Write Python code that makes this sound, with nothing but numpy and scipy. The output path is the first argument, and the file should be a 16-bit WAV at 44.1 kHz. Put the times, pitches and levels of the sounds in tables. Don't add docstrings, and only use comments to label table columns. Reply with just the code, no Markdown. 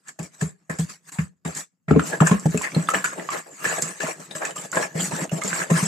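import sys
import numpy as np
from scipy import signal
from scipy.fft import rfft, irfft, next_fast_len
from scipy.io import wavfile
from scipy.ndimage import uniform_filter1d, map_coordinates

SR = 44100
rng = np.random.default_rng(int(sys.argv[2]) if len(sys.argv) > 2 else 0)


def wrap_up_sound(samples):
    columns = np.atleast_2d(samples).T
    tamed = np.clip(columns, -1, 1)
    steps = np.round(tamed * 32767).astype(np.int16)
    wavfile.write(sys.argv[1], SR, steps)


N = 258853


def amp(db):
    return 10 ** (np.asarray(db) / 20)


def unit(x):
    return x / np.sqrt(np.mean(x ** 2) + 1e-20)


def pan(balance_db):
    return amp([[balance_db / 2], [-balance_db / 2]])


def along(points, hz):
    knot_hz, values = np.transpose(points)
    return np.interp(np.log(hz + 1), np.log(knot_hz + 1), values)


def wobble(rate_hz):
    knots = rng.standard_normal(int(N * rate_hz / SR) + 4)
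    return map_coordinates(knots, [np.arange(N) * rate_hz / SR])


def filtered(x, response):
    size = next_fast_len(N + SR // 2)
    return irfft(rfft(x, size) * response(np.fft.rfftfreq(size, 1 / SR)), size)[..., :N]


def low_cut(hz, corner_hz):
    return 1 / (1 + (corner_hz / (hz + 1)) ** 4)


def resonant(modes, hz):
    return sum((-1) ** k * amp(db) * 1j * hz * width_hz / (mode_hz ** 2 - hz ** 2 + 1j * hz * width_hz)
               for k, (mode_hz, width_hz, db) in enumerate(modes))


def gritty(response, grain_db, lump_db, patchy_db, width):
    # frequency in Hz, left-right likeness at width 1.
    likeness = [(60, 0.63), (180, 0.24), (550, 0.077), (1650, 0.06), (4970, 0.15), (15000, 0.097)]
    spectrum = signal.stft(rng.standard_normal((2, N)), nperseg=256)[2]
    patches = uniform_filter1d(rng.standard_normal(spectrum.shape[1:]), size=2, axis=0)
    patches = unit(uniform_filter1d(patches, size=14, axis=1))
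    noise = signal.istft(spectrum * amp(patchy_db * patches), nperseg=256)[1][:, :N]
    noise *= amp(grain_db * wobble(600) + lump_db * wobble(45))
    angle = lambda hz: width * np.arccos(np.clip(along(likeness, hz), -1, 1)) / 2
    mid, side = filtered(noise, lambda hz: response(hz) * [np.cos(angle(hz)), np.sin(angle(hz))])
    return unit(np.array([mid + side, mid - side]))


def bubbles(low_hz, high_hz, decay_cycles, count):
    when, pitch, level, side = rng.random((count, 4)).T[:, :, None]
    t = np.arange(SR // 40) / SR
    cycles = low_hz * (high_hz / low_hz) ** pitch * t
    envelope = amp(12 * level) * np.exp(-cycles / decay_cycles) * (1 - np.exp(-cycles))
    rings = envelope * np.sin(2 * np.pi * cycles * (1 + 0.01 * cycles / decay_cycles))
    index = ((when * N).astype(int) + np.arange(len(t))).ravel()
    gains = np.cos(np.pi / 2 * side), np.sin(np.pi / 2 * side)
    return unit(np.array([np.bincount(index, (rings * gain).ravel(), N + SR)[:N] for gain in gains]))


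def add(track, start_s, sound):
    first = round(start_s * SR)
    track[..., first:first + sound.shape[-1]] += sound


def still_air():
    # frequency in Hz, relative density in dB.
    colour = [(18, -44.5), (30, -20.5), (176, 8.5), (581, -24), (815, -29), (1270, -18), (2190, -34),
              (15000, -39.5)]
    noise = gritty(lambda hz: amp(along(colour, hz)), grain_db=4.5, lump_db=1, patchy_db=-2.5, width=1.1)
    return amp(-79.5) * noise


def stroke_levels_db():
    # start, rise and hold in seconds, rub level in dB, change over the hold in dB,
    # slosh and hiss over the rub in dB.
    drags = [(.05, 0.036, 0.0062, -46, 3.5, -38, 0), (.188, 0.0027, 0.1, -36.5, -33, 2, -5),
             (0.2, 0.031, 0.035, -53, -7, 9, 10), (0.303, 0.048, 0.0045, -56.5, -2.5, -3, 6),
             (0.362, 0.038, .01, -55.5, 3.5, -3, 7), (0.408, .002, 0.099, -33.5, -22.5, -5, -2.5),
             (0.695, 0.0025, 0.1, -31.5, -21.5, 0, -7.5), (0.786, .002, 0.079, -34.5, -23, -4, 2.5),
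             (.877, 0.022, 0.065, -43.5, -21.5, -17, 5.5), (1.049, .045, 0.0074, -49.5, -12, -19, 6),
             (1.114, .008, 0.11, -49.5, -5, -21, 5.5), (1.185, .002, 0.099, -29.5, -36.5, -6, -8),
             (1.449, .002, 0.084, -35.5, -10.5, 2, -3.5), (1.533, 0.035, 0.047, -38.5, -10, -5, 8),
             (1.883, .002, 0.084, -36.5, -2, 10.5, -15), (1.979, 0.02, 0.014, -27.5, -14, -22, -10),
             (1.989, 0.082, 0.031, -44.5, -0.5, 6, 12), (2.087, .05, 0.033, -32, -9, 9, -6.5),
             (2.203, .002, 0.052, -18.5, -17.5, 3.5, -14.5), (2.238, .034, 0.023, -23.5, -6.5, -3, -3.5),
             (2.297, 0.019, 0.084, -24, -28, 6, -7.5), (2.455, .002, 0.014, -38, -12.5, 16, 0),
             (2.481, 0.066, 0.12, -38, -13.5, 1.5, -2), (2.608, 0.036, 0.07, -25.5, -22, -3, -9),
             (2.744, .002, 0.098, -33.5, -10, 2, -4.5), (2.885, .002, 0.052, -25.5, -13.5, -4, -8.5),
             (2.935, 0.0043, 0.093, -21, -20.5, 0.5, -8.5), (3.041, .002, 0.076, -20.5, -25, -18, -6.5),
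             (3.118, .012, 0.021, -39, -13, 7.5, -4), (3.156, 0.028, 0.071, -39.5, -15, 11.5, -4),
             (3.292, 0.031, 0.08, -26, -10, -1, -6.5), (3.456, 0.0088, 0.15, -55.5, -11.5, 14, 3),
             (3.557, 0.084, 0.016, -37, 6.5, -14, -0.5), (3.642, .002, 0.15, -26, -6, -0.5, -5.5),
             (3.815, 0.0085, 0.1, -35, -5.5, -1, -1.5), (4, 0.0027, 0.11, -30.5, 0, -3, -4),
             (4.195, .003, .06, -45, -6.5, 4, 2), (4.3, 0.012, .02, -44, -5, 8, 3),
             (4.35, .002, 0.058, -38.5, -13.5, 9, 3.5), (4.396, 0.024, 0.091, -31, -7.5, 2.5, -6),
             (4.55, .01, 0.096, -45, -1, 6.5, 6), (4.719, .01, 0.024, -35.5, 2.5, -13, -2.5),
             (4.735, 0.039, 0.036, -25.5, -11, 8.5, -4.5), (4.785, 0.042, 0.034, -27.5, -8.5, 2.5, -3),
             (4.941, 0.012, 0.044, -43, 1, 12.5, 3), (4.959, 0.044, 0.084, -36.5, -9, 4, 10.5),
             (5.101, .012, 0.13, -35.5, 0.5, 3, 0), (5.313, 0.0026, 0.07, -44.5, 2, 7.5, 5),
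             (5.407, .01, .02, -31.5, -10.5, -16, -3.5), (5.422, 0.027, 0.047, -44.5, 2, 8.5, 12),
             (5.454, 0.085, 0.092, -28.5, 1, 0.5, -3.5), (5.699, .003, 0.044, -28, -9.5, 3.5, -1.5),
             (5.723, .05, 0.1, -26.5, -9, -3.5, 1)]
    # time in seconds, swirl in dB, bowl rumble in dB.
    swirl = [(0, -78.5, -74.5), (1.0, -79, -71), (1.6, -99.5, -77), (1.72, -90, -81), (1.88, -101, -88),
             (2.02, -63.5, -37.5), (2.5, -49, -43), (2.95, -52, -42), (3.3, -50.5, -46), (3.5, -62, -67),
             (3.7, -44, -60), (4.25, -58.5, -49.5), (4.5, -59, -54.5), (4.9, -56.5, -51), (5.1, -64, -42.5),
             (5.3, -59.5, -45.5), (5.87, -45, -47.5)]
    t = np.arange(0, N, 32) / SR
    start_s, rise_s, hold_s, rub_db, change_db, slosh_db, hiss_db = np.transpose(drags)[:, :, None]
    held_s = t - start_s - rise_s

    def drag_power(over_db, change_share, lift_db_per_s):
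        rising_db = 20 * np.minimum(held_s, 0) / np.maximum(rise_s, 1e-3)
        holding_db = change_share * change_db * np.clip(held_s / np.maximum(hold_s, 1e-3), 0, 1)
        lifting_db = -lift_db_per_s * np.maximum(held_s - hold_s, 0)
        return np.sum(amp(rub_db + over_db + rising_db + holding_db + lifting_db) ** 2, axis=0)

    slosh = drag_power(slosh_db, change_share=1.12, lift_db_per_s=494)
    rub = drag_power(0, change_share=1.03, lift_db_per_s=600)
    hiss = drag_power(hiss_db, change_share=0.74, lift_db_per_s=546)
    knot_s, swirl_db, rumble_db = np.transpose(swirl)
    swirl_power = lambda db: amp(np.interp(t, knot_s, db)) ** 2
    powers = [swirl_power(rumble_db) + amp(-15) ** 2 * slosh + amp(-8) ** 2 * hiss,
              swirl_power(swirl_db + 0.5) + slosh,
              swirl_power(swirl_db + 2) + rub,
              swirl_power(swirl_db + 4.5) + hiss]
    return [np.interp(np.arange(N) / SR, t, 10 * np.log10(power)) for power in powers]


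def scrape():
    # centre in Hz, width in Hz, gain in dB.
    low_modes = [(166, 35.4, -1), (200.7, 22, -3), (261, 77, -11.5)]
    wall_modes = [(1046, 230, 4), (1354, 120, 4.5), (1690, 130, 8.5), (2460, 1020, -6.5)]
    hollow_modes = [(345, 98, -4.5), (460, 69, 1), (523, 99, -0.5), (646, 57, 1.5), (845, 130, -5)]
    # frequency in Hz, relative density in dB.
    hiss_colour = [(30, -20), (150, -34), (500, -12), (1470, -5.5), (2500, -8.5), (3370, -15.5),
                   (4550, -9.5), (5620, -9), (7750, 2.5), (8940, -11), (14100, -21.5), (14700, -15.5),
                   (15000, -66)]
    hiss_gain = lambda hz: amp(along(hiss_colour, hz))
    rumble_db, slosh_db, rub_db, hiss_db = stroke_levels_db()
    rumble = gritty(lambda hz: resonant(low_modes, hz) * low_cut(hz, 115),
                    grain_db=5, lump_db=4, patchy_db=-0.2, width=0.24)
    rub = gritty(lambda hz: resonant(wall_modes, hz) * low_cut(hz, 800),
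                 grain_db=2.5, lump_db=0, patchy_db=4.5, width=1.166)
    slosh = gritty(lambda hz: resonant(hollow_modes, hz) * low_cut(hz, 200) / (1 + (hz / 1100) ** 4),
                   grain_db=2.5, lump_db=3.5, patchy_db=3.5, width=0.95)
    gurgle = filtered(bubbles(1001, 2800, decay_cycles=7.1, count=1200), lambda hz: low_cut(hz, 600))
    hiss = gritty(hiss_gain, grain_db=1.5, lump_db=1, patchy_db=5.5, width=0.86)
    fizz = unit(filtered(bubbles(2600, 11000, decay_cycles=39, count=3000), hiss_gain))
    drops = filtered(bubbles(1800, 7000, decay_cycles=12, count=250), lambda hz: low_cut(hz, 1200))
    return (amp(rumble_db) * rumble
            + amp(slosh_db - 2.5) * slosh
            + amp(rub_db) * (rub + amp(-8.5) * gurgle)
            + amp(hiss_db + 1.43) * (hiss + amp(-11) * fizz + amp(-18.5) * drops))


def ticks():
    # start in seconds, level in dB.
    events = [(0.0834, -20), (0.192, -23.5), (0.2289, -22.5), (0.4125, -15.5), (0.7881, -26.5),
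              (1.1224, -23.5), (1.5497, -15.5), (1.5718, -12.5), (1.9121, -27), (2.0742, -22.5),
              (2.2563, -25.5), (2.2709, -5), (2.3965, -20), (2.4623, -23.5), (2.5077, -21.5), (2.5742, -11),
              (2.6184, -11.5), (2.9023, -13), (2.9398, -24), (3.043, -22.5), (3.3044, -20.5), (3.687, -15),
              (3.7224, -18.5), (3.8222, -3.5), (4.0027, -30.5), (4.0302, -18), (4.0716, -13.5),
              (4.3625, -17.5), (4.4511, -10), (4.5075, -26.5), (4.5607, -21), (4.7167, -17.5),
              (4.7563, -12.5), (5.003, -23), (5.1636, -21.5), (5.436, -12.5), (5.477, -11), (5.5523, -18),
              (5.6999, -31), (5.7772, -19.5)]
    # centre in Hz, width in Hz, gain in dB.
    modes = [(4770, 4300, -23), (7380, 555, 3), (11400, 9100, -36.5)]
    click_t60_s, spray_t60_s = 0.0091, 0.061
    out, t = np.zeros((2, N + SR)), np.arange(SR // 20) / SR
    envelope = amp(-60 * t / click_t60_s) + amp(-60 * t / spray_t60_s)
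    for start_s, db in events:
        balance_db = rng.normal(-2, 3)
        noise = rng.standard_normal(len(t)) + 0.19 * rng.standard_normal((2, len(t)))
        add(out, start_s, amp(db) * envelope * noise * pan(balance_db))
    return filtered(out[:, :N], lambda hz: resonant(modes, hz) / (1 + 1j * hz / 9000) ** 2)


def thumps():
    # time in seconds, level in dB, main ring in Hz, hardness in dB, main t60 in seconds.
    landings = [(0.198, -24, 165.7, -10, 0.15), (0.423, -14.5, 160.2, -11.5, .15),
                (0.699, -25, 163, -3.5, 0.16), (0.794, -17, 164.4, -12.5, 0.27),
                (1.19, -13, 161.6, -22.5, .13), (1.455, -23.5, 165, -6.5, .21),
                (1.884, -22, 159.5, -14, 0.38), (1.91, -8.5, 155.3, 1, 0.14),
                (1.961, -8.5, 159.5, -1.5, 0.15), (2.212, -5, 160.6, -10.5, .17),
                (2.315, -4, 181.6, -21, 0.1), (2.458, -9, 160.7, -10, 0.16), (2.546, -13.5, 175.2, -4, .12),
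                (2.766, -9.5, 163.4, -12, 0.15), (2.946, -27.5, 189.6, -8, 0.22),
                (3.828, -30, 162.7, -3.5, 0.18), (4.037, -28, 162.4, -5, 0.16),
                (4.954, -22.5, 164, -18, 0.23), (5.13, -21, 165.3, -3.5, 0.11), (5.326, -17, 163, -12, .16),
                (5.447, -27, 191, 1, 0.18), (5.712, -11, 166.4, -9.5, 0.29),
                (5.829, -12.5, 171.4, -20, 0.1)]
    # frequency in Hz, level in dB, t60 in seconds.
    upper_modes = [(233, 5.5, 0.079), (280, -3.5, 0.12), (340.3, -4.5, .08), (415.7, -4, 0.093),
                   (459, -4, 0.08), (515, -8, 0.041), (608, -5, 0.045), (680, 1.5, 0.022),
                   (733, -13.5, 0.03)]
    # time in seconds, dB over the ring.
    thud_levels = [(0, -22.5), (1.3, -17), (1.9, -10), (2.1, -36), (2.55, -25), (2.75, -35), (5.87, -33)]
    out, t = np.zeros((2, N + SR)), np.arange(SR // 4) / SR
    mode = lambda hz, t60_s, phase=0: amp(-60 * t / t60_s) * np.sin(2 * np.pi * hz * t + phase)
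    fast_swell, slow_swell = 1 - np.exp(-(t / 0.0049) ** 2), 1 - np.exp(-t / 0.015)
    bite = 1 - np.exp(-np.maximum(t - 0.0035, 0) / 0.001)
    damping = amp(-24 / (1 + np.exp((0.064 - t) / 0.0012)))
    for time_s, db, main_hz, hard_db, main_t60_s in landings:
        thud_db = np.interp(time_s, *np.transpose(thud_levels))
        ring = mode(main_hz, main_t60_s) * fast_swell
        ring += amp(-8.5) * mode(1.136 * main_hz, t60_s=0.18) * slow_swell
        ring += amp(thud_db) * mode(hz=79, t60_s=0.3) * slow_swell
        for mode_hz, mode_db, t60_s in upper_modes:
            scatter_db, detune, lag_rad = rng.normal(0, [3.1, 0.061, 0.4])
            loaded_hz = mode_hz * (1 + detune)
            mic_phases = np.array([[lag_rad], [-lag_rad]])
            gain = amp(mode_db + hard_db - 3 + scatter_db)
            ring = ring + gain * mode(loaded_hz, t60_s, mic_phases) * bite
        add(out, time_s - 0.004, amp(db + 4) * ring * damping)
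    return out[:, :N] * pan(-0.8)


def plops():
    # start in seconds, level in dB, nominal pitch in Hz, t60 in seconds, left over right in dB.
    events = [(0.413, -29.5, 1804, 0.043, 9), (0.7901, -34.5, 1800, .016, -9.5),
              (1.1851, -31, 1830, .017, -8.5), (1.4502, -33.5, 1170, 0.043, -3),
              (1.8823, -30.5, 1370, 0.052, 0), (1.91, -11.5, 1354, 0.023, -0.5),
              (1.962, -21.5, 1060, 0.021, -4), (1.9953, -7, 1370, 0.011, -1), (2.13, -21, 1658, 0.049, -7),
              (2.2043, -12.5, 1294, 0.028, 13), (2.2721, -17, 1605, .035, 3),
              (2.297, -19.5, 990, .019, -10), (2.3144, -13, 1080, 0.04, -2.5),
              (2.5759, -25, 2640, 0.038, 9), (2.6131, -22.5, 1040, 0.02, -9),
              (2.7187, -30.5, 2310, .021, -8), (2.7486, -22, 4280, 0.03, -3),
              (2.874, -33.5, 3580, 0.028, -6), (2.8879, -6.5, 1297, .037, -1),
              (2.9457, -6.5, 1740, 0.015, 1.5), (2.9506, -17.5, 3010, 0.019, -3),
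              (3.046, -16, 1470, 0.058, -1), (3.1967, -25, 1980, 0.022, -5.5),
              (3.2892, -15.5, 1167, 0.035, -4.5), (3.6522, -12.5, 1760, 0.025, 6),
              (3.7152, -29.5, 1510, .021, -7), (4.0059, -21.5, 1720, 0.048, 14),
              (4.0357, -23.5, 631, 0.088, 0), (4.3104, -29, 3790, 0.045, 5), (4.355, -27, 610, 0.064, 1),
              (4.4218, -23.5, 1670, 0.033, -2), (4.45, -20, 1804, 0.026, -7.5),
              (4.454, -23.5, 2600, 0.029, -5.5), (4.509, -34, 3060, .023, -3.5),
              (4.5637, -27.5, 1215, 0.059, 0.5), (4.58, -30, 3080, 0.031, -1.5),
              (4.73, -21.5, 1476, .037, 5.5), (4.7704, -14.5, 1074, 0.022, -5),
              (4.7698, -17, 635, 0.057, 6), (4.8291, -20.5, 1760, 0.041, 5.5), (5.1197, -27, 943, .06, -10),
              (5.214, -26, 995, 0.026, -3), (5.2946, -34, 2850, 0.043, -10), (5.3182, -21, 606, 0.033, 2),
              (5.4177, -25.5, 2140, 0.054, -11.5), (5.4205, -22, 1246, 0.04, 4),
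              (5.5299, -14.5, 1600, 0.017, -12.5), (5.6372, -23.5, 1750, 0.017, -4.5),
              (5.7045, -21, 1060, .026, 0)]
    splash_band_hz, splash_t60_s = [500, 2800], 0.035
    out, t = np.zeros((2, N + SR)), np.arange(SR // 10) / SR
    band = signal.butter(2, splash_band_hz, "band", fs=SR, output="sos")
    attack = 1 - np.exp(-t / 0.0001)
    for start_s, db, hz, t60_s, balance_db in events:
        tone = np.sin(2 * np.pi * hz * (0.97 * t + 1.8 * t * t)) * amp(db - 60 * t / t60_s) * attack
        splash = unit(signal.sosfilt(band, rng.standard_normal((2, len(t)))))
        splash *= amp(-21 + 0.68 * db - 60 * t / splash_t60_s)
        add(out, start_s, (tone + splash) * pan(balance_db))
    return out[:, :N]


def film_snaps():
    # start in seconds, level in dB.
    events = [(0.6967, -41.5), (2.2022, -41.5), (2.8882, -34.5), (3.0406, -30.5), (3.8185, -26.5),
              (4.3498, -40), (4.717, -40.5), (5.295, -41)]
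    t60_s, low_cut_hz = 0.014, 3000
    out, t = np.zeros((2, N + SR)), np.arange(SR // 50) / SR
    for start_s, db in events:
        noise = rng.standard_normal(len(t)) + 0.6 * rng.standard_normal((2, len(t)))
        add(out, start_s, amp(db + 1 - 60 * t / t60_s) * noise)
    return filtered(out[:, :N], lambda hz: (1j * hz / (1j * hz + low_cut_hz)) ** 2)


def kitchen(x):
    # frequency in Hz, t60 in seconds.
    decay = [(150, 0.24), (1500, 0.25), (8000, 0.18), (14000, 0.041)]
    bin_hz, t, spectrum = signal.stft(rng.standard_normal((2, SR // 2)), SR, nperseg=256)
    tail = signal.istft(spectrum * amp(-60 * t / along(decay, bin_hz)[:, None]), SR, nperseg=256)[1]
    delayed = np.pad(x, ((0, 0), (130, 0)))
    reverb = signal.fftconvolve(delayed, tail / np.linalg.norm(tail[0]), axes=1)[:, :N]
    return filtered(reverb, lambda hz: 1j * hz / (1j * hz + 400))


def scene():
    hits = thumps() + plops() + ticks() + film_snaps()
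    return still_air() + hits + amp(-7.5) * kitchen(hits) + scrape()


def record(dry):
    # frequency in Hz, left over right in dB.
    mic_balance = [(60, 5.5), (120, -2.5), (240, 3), (480, 3.5), (950, -1), (1890, 1), (3770, 0.5),
                   (7520, 0.5), (15000, 5.5)]
    ceiling, bass_hz, top_hz = 0.9, 70, 14400
    rounded = dry / (1 + np.abs(dry / ceiling) ** 4) ** (1 / 4)
    bass_cut = lambda hz: (1j * hz / bass_hz) ** 2 / (1 + 1.3j * hz / bass_hz - (hz / bass_hz) ** 2)
    colour = lambda hz: amp(np.outer([0.5, -0.5], along(mic_balance, hz)))
    return filtered(rounded, lambda hz: colour(hz) * bass_cut(hz) * (hz < top_hz))


dry = scene()
out = record(dry)
wrap_up_sound(out)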